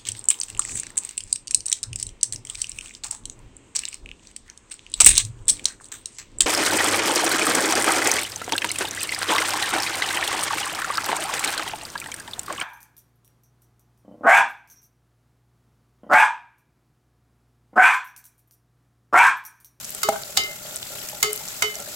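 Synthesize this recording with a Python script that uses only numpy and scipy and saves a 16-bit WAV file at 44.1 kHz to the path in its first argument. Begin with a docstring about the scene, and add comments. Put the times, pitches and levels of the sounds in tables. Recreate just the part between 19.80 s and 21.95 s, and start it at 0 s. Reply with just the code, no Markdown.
"""Nuts and raisins fry in a little fat in a thick metal pot, close up in a small kitchen.
The fat is flickering coloured noise under tiny sine bubbles, with snapping noise bursts for the spits.
Sliding nuts are a wavering low murmur, and dropped ones are single ringing modes.
A metal spoon clinks four times on the wall: a clash of dense noise, then a bank of ringing modes.
Once the base takes a hollow knock with a faint rebound. A stove rumbles below as low noise."""
import sys
import numpy as np
from scipy import signal
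from scipy.fft import rfft, irfft, next_fast_len
from scipy.io import wavfile
from scipy.ndimage import uniform_filter1d, minimum_filter1d, map_coordinates

SR = 44100
rng = np.random.default_rng(int(sys.argv[2]) if len(sys.argv) > 2 else 0)


def transcribe(signal):
    """Save signal, clipped to [-1, 1], as a 16-bit WAV file at the path in sys.argv[1]."""
    frames = np.atleast_2d(signal).T
    limited = np.clip(frames, -1, 1)
    pcm = np.round(limited * 32767).astype(np.int16)
    wavfile.write(sys.argv[1], SR, pcm)


N = 94815


def amp(db):
    """Decibels to gain."""
    return 10 ** (np.asarray(db) / 20)


def unit(x):
    """Scaled to rms 1."""
    return x / np.sqrt(np.mean(x ** 2) + 1e-20)


def along(points, hz):
    """(Hz, value) points read on a log frequency axis."""
    point_hz, value = np.transpose(points)
    return np.interp(np.log(hz + 1), np.log(point_hz), value)


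def over_time(points):
    """(s, value) points read at every sample of the scene."""
    return np.interp(np.arange(N) / SR, *np.transpose(points))


def around(hz, centre_hz):
    """A bell-shaped weight about an octave wide."""
    return np.exp(-2 * np.log2((hz + 1) / centre_hz) ** 2)


def add(track, start_s, sound):
    """Mix a stereo sound in at its start time, cut off at the end of the track."""
    part = track[:, round(start_s * SR):][:, :sound.shape[-1]]
    part += sound[..., :part.shape[1]]


def wobble(knots_per_s):
    """A smooth random curve through normally distributed knots."""
    knots = rng.standard_normal(512)
    return map_coordinates(knots, [np.arange(N) * knots_per_s / SR], mode="wrap")


def noise(colour_db, size):
    """Stereo noise of rms 1, its width and balance set per frequency; colour_db is a function of Hz."""
    # left-right likeness, 1 = identical, 0 = unrelated: pitch_hz, likeness
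    alike = [(60, 0.7), (200, 0.86), (700, 0.65), (1400, 0.42), (3000, -0.13), (8000, 0.33), (15000, 0.36)]
    # how much louder the left is than the right: pitch_hz, left_right_db
    balance = [(60, 1.5), (200, 4), (700, 1.5), (1400, 0), (2400, -0.5), (7500, -2), (10000, 6.5),
               (15000, 3)]
    hz = np.fft.rfftfreq(size, 1 / SR)
    turn = np.arccos(np.clip(along(alike, hz), -1, 1)) / 2
    spectra = rfft(rng.standard_normal((2, size))) * amp(colour_db(hz))
    mid, side = spectra * [np.cos(turn), np.sin(turn)]
    lean = amp(along(balance, hz) / 2)
    return unit(irfft([(mid + side) * lean, (mid - side) / lean], size))


def fading(x, t60s, hold_s=0):
    """After a hold, each frequency of x dies at its own speed."""
    hz, t, z = signal.stft(x, SR, nperseg=128)
    gain = amp(-60 * np.maximum(t - hold_s, 0) / along(t60s, hz)[:, None])
    return signal.istft(z * gain, SR, nperseg=128)[1]


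def ring(hz, t60_s, swell_s, lead_rad=0):
    """Half a second of one mode in stereo: it swells, then decays; the left leads by a phase angle."""
    t = np.arange(SR // 2) / SR
    decay = np.exp(-np.log(1000) * t / t60_s)
    swell = (1 - np.exp(-t / swell_s)) ** 2
    phase = np.array([[lead_rad], [-lead_rad]]) / 2
    return decay * swell * np.sin(2 * np.pi * hz * t + phase)


def kitchen(x, wet_db, delay_s=.008):
    """A sound followed by the room's short answer, a delayed tail of decaying noise."""
    # decay of the room: pitch_hz, t60_s
    room_t60 = [(150, 0.15), (800, 0.23), (3000, 0.3), (12000, 0.095)]
    tail = fading(rng.standard_normal((2, SR // 2)), room_t60)
    tail = np.pad(tail / np.linalg.norm(tail[0]), ((0, 0), (round(delay_s * SR), 0)))
    return x + amp(wet_db) * signal.fftconvolve(x, tail, axes=1)[:, :x.shape[1]]


def sizzle(crackle_db=-6, middle_hz=8000, cycles=5):
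    """Fat hisses, with tiny bursting bubbles on top, each a decaying sine a few cycles long."""
    # colour of the hiss: pitch_hz, relative_db_per_hz
    hiss_colour = [(500, -10.5), (1900, -4.5), (3200, -4), (4200, -3.5), (6000, -3.5), (7600, 2.5),
                   (9400, -10), (12000, -2), (15600, -9)]
    # it swells as the spoon turns fresh food onto the hot base: time_s, level_db
    hiss_level = [(0, -39), (.22, -37.5), (.4, -39), (.78, -38.5), (.92, -36.5), (1.02, -38.5),
                  (1.22, -35.5), (1.38, -39), (1.66, -35.5), (1.9, -38.5), (2.15, -36.5)]
    bubbles_per_s, spread_db = 900, 2.5
    count = int(bubbles_per_s * N / SR)
    when, pitch, size, side, lag = rng.random((count, 5)).T[:, :, None]
    k = np.arange(128)
    # pitches cluster around the middle one, with rarer ones far off
    hz = np.clip(middle_hz * 2 ** (.4 * np.log(pitch / (1 - pitch))), 1500, 15500)
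    turns = hz * k / SR
    # most bubbles are faint, a few are loud
    grains = amp(-spread_db * np.log(size + 0.01)) * np.exp(-turns / cycles)
    at = ((when * N).astype(int) + k).ravel()

    def channel(gain, shift):
        waves = grains * gain * np.sin(2 * np.pi * (turns + shift))
        return np.bincount(at, waves.ravel(), N + len(k))[:N]

    # the crackle leans well to the left; each bubble has a random phase on the right
    crackle = np.array([channel(8.4 * np.sqrt(side), 0), channel(np.sqrt(1 - side), lag)])
    flicker = amp(2.38 * wobble(160))
    hiss = noise(lambda hz: along(hiss_colour, hz), N) * flicker
    return amp(over_time(hiss_level)) * (hiss + amp(crackle_db) * unit(crackle))


def nuts():
    """Nuts slide over the base in a hollow murmur; a few drop onto it, each ringing one short mode."""
    # colour of the sliding: pitch_hz, relative_db_per_hz
    slide_colour = [(280, -15), (420, -7), (480, -16), (600, 0), (720, -8.5), (850, -7.5), (1030, -37),
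                    (1400, -2.5), (1800, -54), (4000, -29.5)]
    # loudness of the sliding: time_s, level_db
    slide_level = [(0, -53), (.4, -47), (2.15, -45.5)]
    # nuts dropping off the spoon: start_s, level_db, pitch_hz
    tumbles = [(0.336, -30.5, 1460), (0.358, -28.5, 1536), (.495, -33, 598), (.851, -30.5, 608),
               (1.104, -32.5, 602), (1.328, -32, 837), (1.332, -30.5, 608), (1.607, -34.5, 856),
               (1.963, -34.5, 650), (2.076, -32.5, 597)]
    drops = np.zeros((2, N))
    for start_s, level_db, pitch_hz in tumbles:
        add(drops, start_s, amp(level_db) * ring(pitch_hz, t60_s=0.06, swell_s=0.00049))
    waver = amp(2.5 * wobble(35.4))
    slide = unit(noise(lambda hz: along(slide_colour, hz), N) * waver)
    return kitchen(drops, wet_db=-7.5) + amp(over_time(slide_level)) * slide


def stove():
    """The stove's low rumble is steady noise shaped to the bass."""
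    # colour of the rumble: pitch_hz, relative_db_per_hz
    rumble_colour = [(28, -54), (58, -6.5), (140, -0.5), (200, -2.5), (300, -11.5), (600, -21)]
    return amp(-49.5) * noise(lambda hz: along(rumble_colour, hz), N)


def spits(snap_s=0.00088, rattle=0.37, rattle_t60_s=0.016, half_width_octaves=0.27):
    """Larger droplets burst with a sharp snap that rattles briefly round the pot."""
    # spits of fat, levels relative to each other: start_s, level_db, pitch_hz
    droplets = [(.046, -22, 6540), (0.0512, -24, 7300), (0.094, -24, 7650), (0.105, -22, 12000),
                (0.1486, -19.5, 8800), (0.4349, -23.5, 4130), (.506, -29.5, 7600), (0.5686, -20, 4800),
                (0.6366, -20.5, 5500), (0.96, -17, 9400), (0.966, -22, 6240), (1.0289, -20.5, 3600),
                (1.288, -22.5, 6500), (1.2969, -24, 10700), (1.531, -13, 9200), (1.5611, -20.5, 10600),
                (1.576, -23, 6000), (1.679, -25, 5700), (1.685, -22.5, 6400), (1.955, -20.5, 6640),
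                (2.002, -23.5, 7380)]
    all_db = -12  # trims every spit
    out, t = np.zeros((2, N)), np.arange(512) / SR
    envelope = np.exp(-t / snap_s) + rattle * np.exp(-np.log(1000) * t / rattle_t60_s)
    for start_s, level_db, pitch_hz in droplets:

        def band_db(hz):
            octaves = np.log2((hz + 1) / pitch_hz)
            return -10 * np.log10(1 + (octaves / half_width_octaves) ** 4)

        burst = noise(band_db, len(t))
        add(out, start_s, amp(level_db + all_db) * unit(burst * envelope))
    return kitchen(out, wet_db=-13)


def clash(far_db=0, tilt_db=0, rise_s=0.00067):
    """The burst of countless short-lived modes at a hard contact, made of fading noise."""
    # colour of the contact: pitch_hz, relative_db_per_hz
    clash_colour = [(25, -54), (55, -3.5), (250, -16.5), (800, 1), (1500, -3), (2600, 0), (4500, 0),
                    (8000, 3), (10000, -3.5), (15500, -5.5)]
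    # decay of the contact: pitch_hz, t60_s
    clash_t60 = [(100, 0.25), (1000, 0.052), (14000, 0.018)]
    far_hz = 4300  # the far side clashes brighter around here
    hold_s = 0.0041  # sound trapped in the pot holds the clash up before it fades

    def colour_db(hz):
        return along(clash_colour, hz) + far_db * around(hz, far_hz) + tilt_db * np.log2(1 + hz / far_hz)

    t = np.arange(SR // 2) / SR
    burst = fading(noise(colour_db, SR), clash_t60, hold_s)[:, :len(t)]
    return burst * (1 - np.exp(-t / rise_s))


def spoon():
    """Every clink is a brief clash, then the clear ring of the wall, coloured by where the spoon lands."""
    # spoon on the wall, place 0 = usual spot .. 1 = far side:
    # start_s, level_db, scrape_db, place, clang_db, scrape_tilt_db_per_octave
    clinks = [(0.2312, -20.5, -16.5, 0.16, -9.5, 3), (0.5714, -22.5, -11.5, 0.88, -1.5, 0),
              (1.427, -20.5, -10, 0.18, -1, 2.5), (1.8217, -22.5, -15, 0, 2.5, -1)]
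    # modes of the wall: pitch_hz, level_db, t60_s, swell_s, left_right_db, left_lead_rad, far_side_change_db
    wall_modes = [(383, -12, 0.24, 0.013, 0, 1.5, 4.5), (423.2, 5, 0.25, 0.023, 1.5, -0.07, -17),
                  (1126.5, -10.5, 0.16, 0.0016, 8, -1.5, -1), (1275, 1.5, 0.17, 0.0022, -2, -2, -6.5),
                  (1426, -2.5, 0.021, 0.00049, -25, 3.5, -14), (2089, -1, 0.23, 0.0003, -0.5, 2.5, 3),
                  (2090, 21.5, 0.25, .3, 11, 2, 18.5), (2122, 3.5, 0.078, 0.0011, -8, 1.5, -0.5),
                  (2990, 0.5, 0.21, 0.0032, -2, 1.48, 7.5), (3750, -9, 0.13, 0.00057, 8, 0.8, 4),
                  (4410, -15.5, 0.053, 0.00034, 13, -8, 16.5), (4585, -3.5, 0.16, 0.0016, 7.5, 0.2, -3),
                  (4980, -10.5, 0.05, 0.0011, 10.5, 2, 19), (5350, -9, 0.095, .0006, 2, 0, -9),
                  (6780, -2.5, 0.053, 0.00033, -6, 0, 8.5)]
    clang_hz = 2600  # a glancing touch excites the modes around here less
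    waver_db, waver_per_s = 2.5, 55
    brighter_far_db = 7.5
    out = np.zeros((2, N))
    for start_s, level_db, scrape_db, place, clang_db, tilt_db in clinks:
        wall = 0
        for hz, mode_db, t60_s, swell_s, pan_db, lead_rad, far_db in wall_modes:
            struck_db = mode_db + place * far_db + clang_db * around(hz, clang_hz)
            sides_db = np.array([[pan_db], [-pan_db]]) / 2
            waver = waver_db * wobble(waver_per_s)[:SR // 2]
            wall = wall + amp(struck_db + sides_db + waver) * ring(hz, t60_s, swell_s, lead_rad)
        scrape = amp(scrape_db) * clash(place * brighter_far_db, tilt_db)
        add(out, start_s, kitchen(amp(level_db) * wall, wet_db=-11.5, delay_s=.02))
        add(out, start_s, kitchen(scrape, wet_db=-8))
    return out


def knocks():
    """The base gives a hollow knock and rebounds: a few ringing modes with a small clash as the click."""
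    # knock and rebound: start_s, level_db, click_db
    hits = [(0.2873, -6, -21), (.359, -26.5, -35)]
    # modes of the base: pitch_hz, level_db, t60_s
    base_modes = [(225, -15.5, 0.045), (424.9, -21, 0.39), (653, -0.5, 0.051), (806, -4.5, 0.083),
                  (1283, -6.5, 0.0275), (2176, -23.5, 0.073)]
    out = np.zeros((2, N))
    for start_s, level_db, click_db in hits:
        body = sum(amp(mode_db) * ring(hz, t60_s, swell_s=0.00044) for hz, mode_db, t60_s in base_modes)
        hit = amp(level_db) * body + amp(click_db) * clash()
        add(out, start_s, kitchen(hit, wet_db=-10.0, delay_s=0.031))
    return out


def limited(x, limit_db=-0.6, release_s=0.015):
    """The gain ducks at once under a loud peak and recovers slowly."""
    over = np.log(np.maximum(np.abs(x).max(axis=0) / amp(limit_db), 1))
    recovery = np.exp(np.arange(N) / SR / release_s)
    duck = np.maximum.accumulate(over * recovery) / recovery
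    # about a millisecond of smoothing, so the gain moves without clicks
    gain = uniform_filter1d(minimum_filter1d(np.exp(-duck), size=45), size=45)
    return x * gain


def scene():
    """The frying pot, the spoon and the knock over the low rumble of the stove."""
    return sizzle() + nuts() + stove() + spits() + spoon() + knocks()


def record(dry):
    """The recorder limits the peaks and keeps nothing above its band limit."""
    top_hz = 15900
    m = next_fast_len(N + SR // 2)
    kept = np.fft.rfftfreq(m, 1 / SR) < top_hz
    return irfft(rfft(limited(dry), m) * kept, m)[:, :N]


dry = scene()
out = record(dry)
transcribe(out)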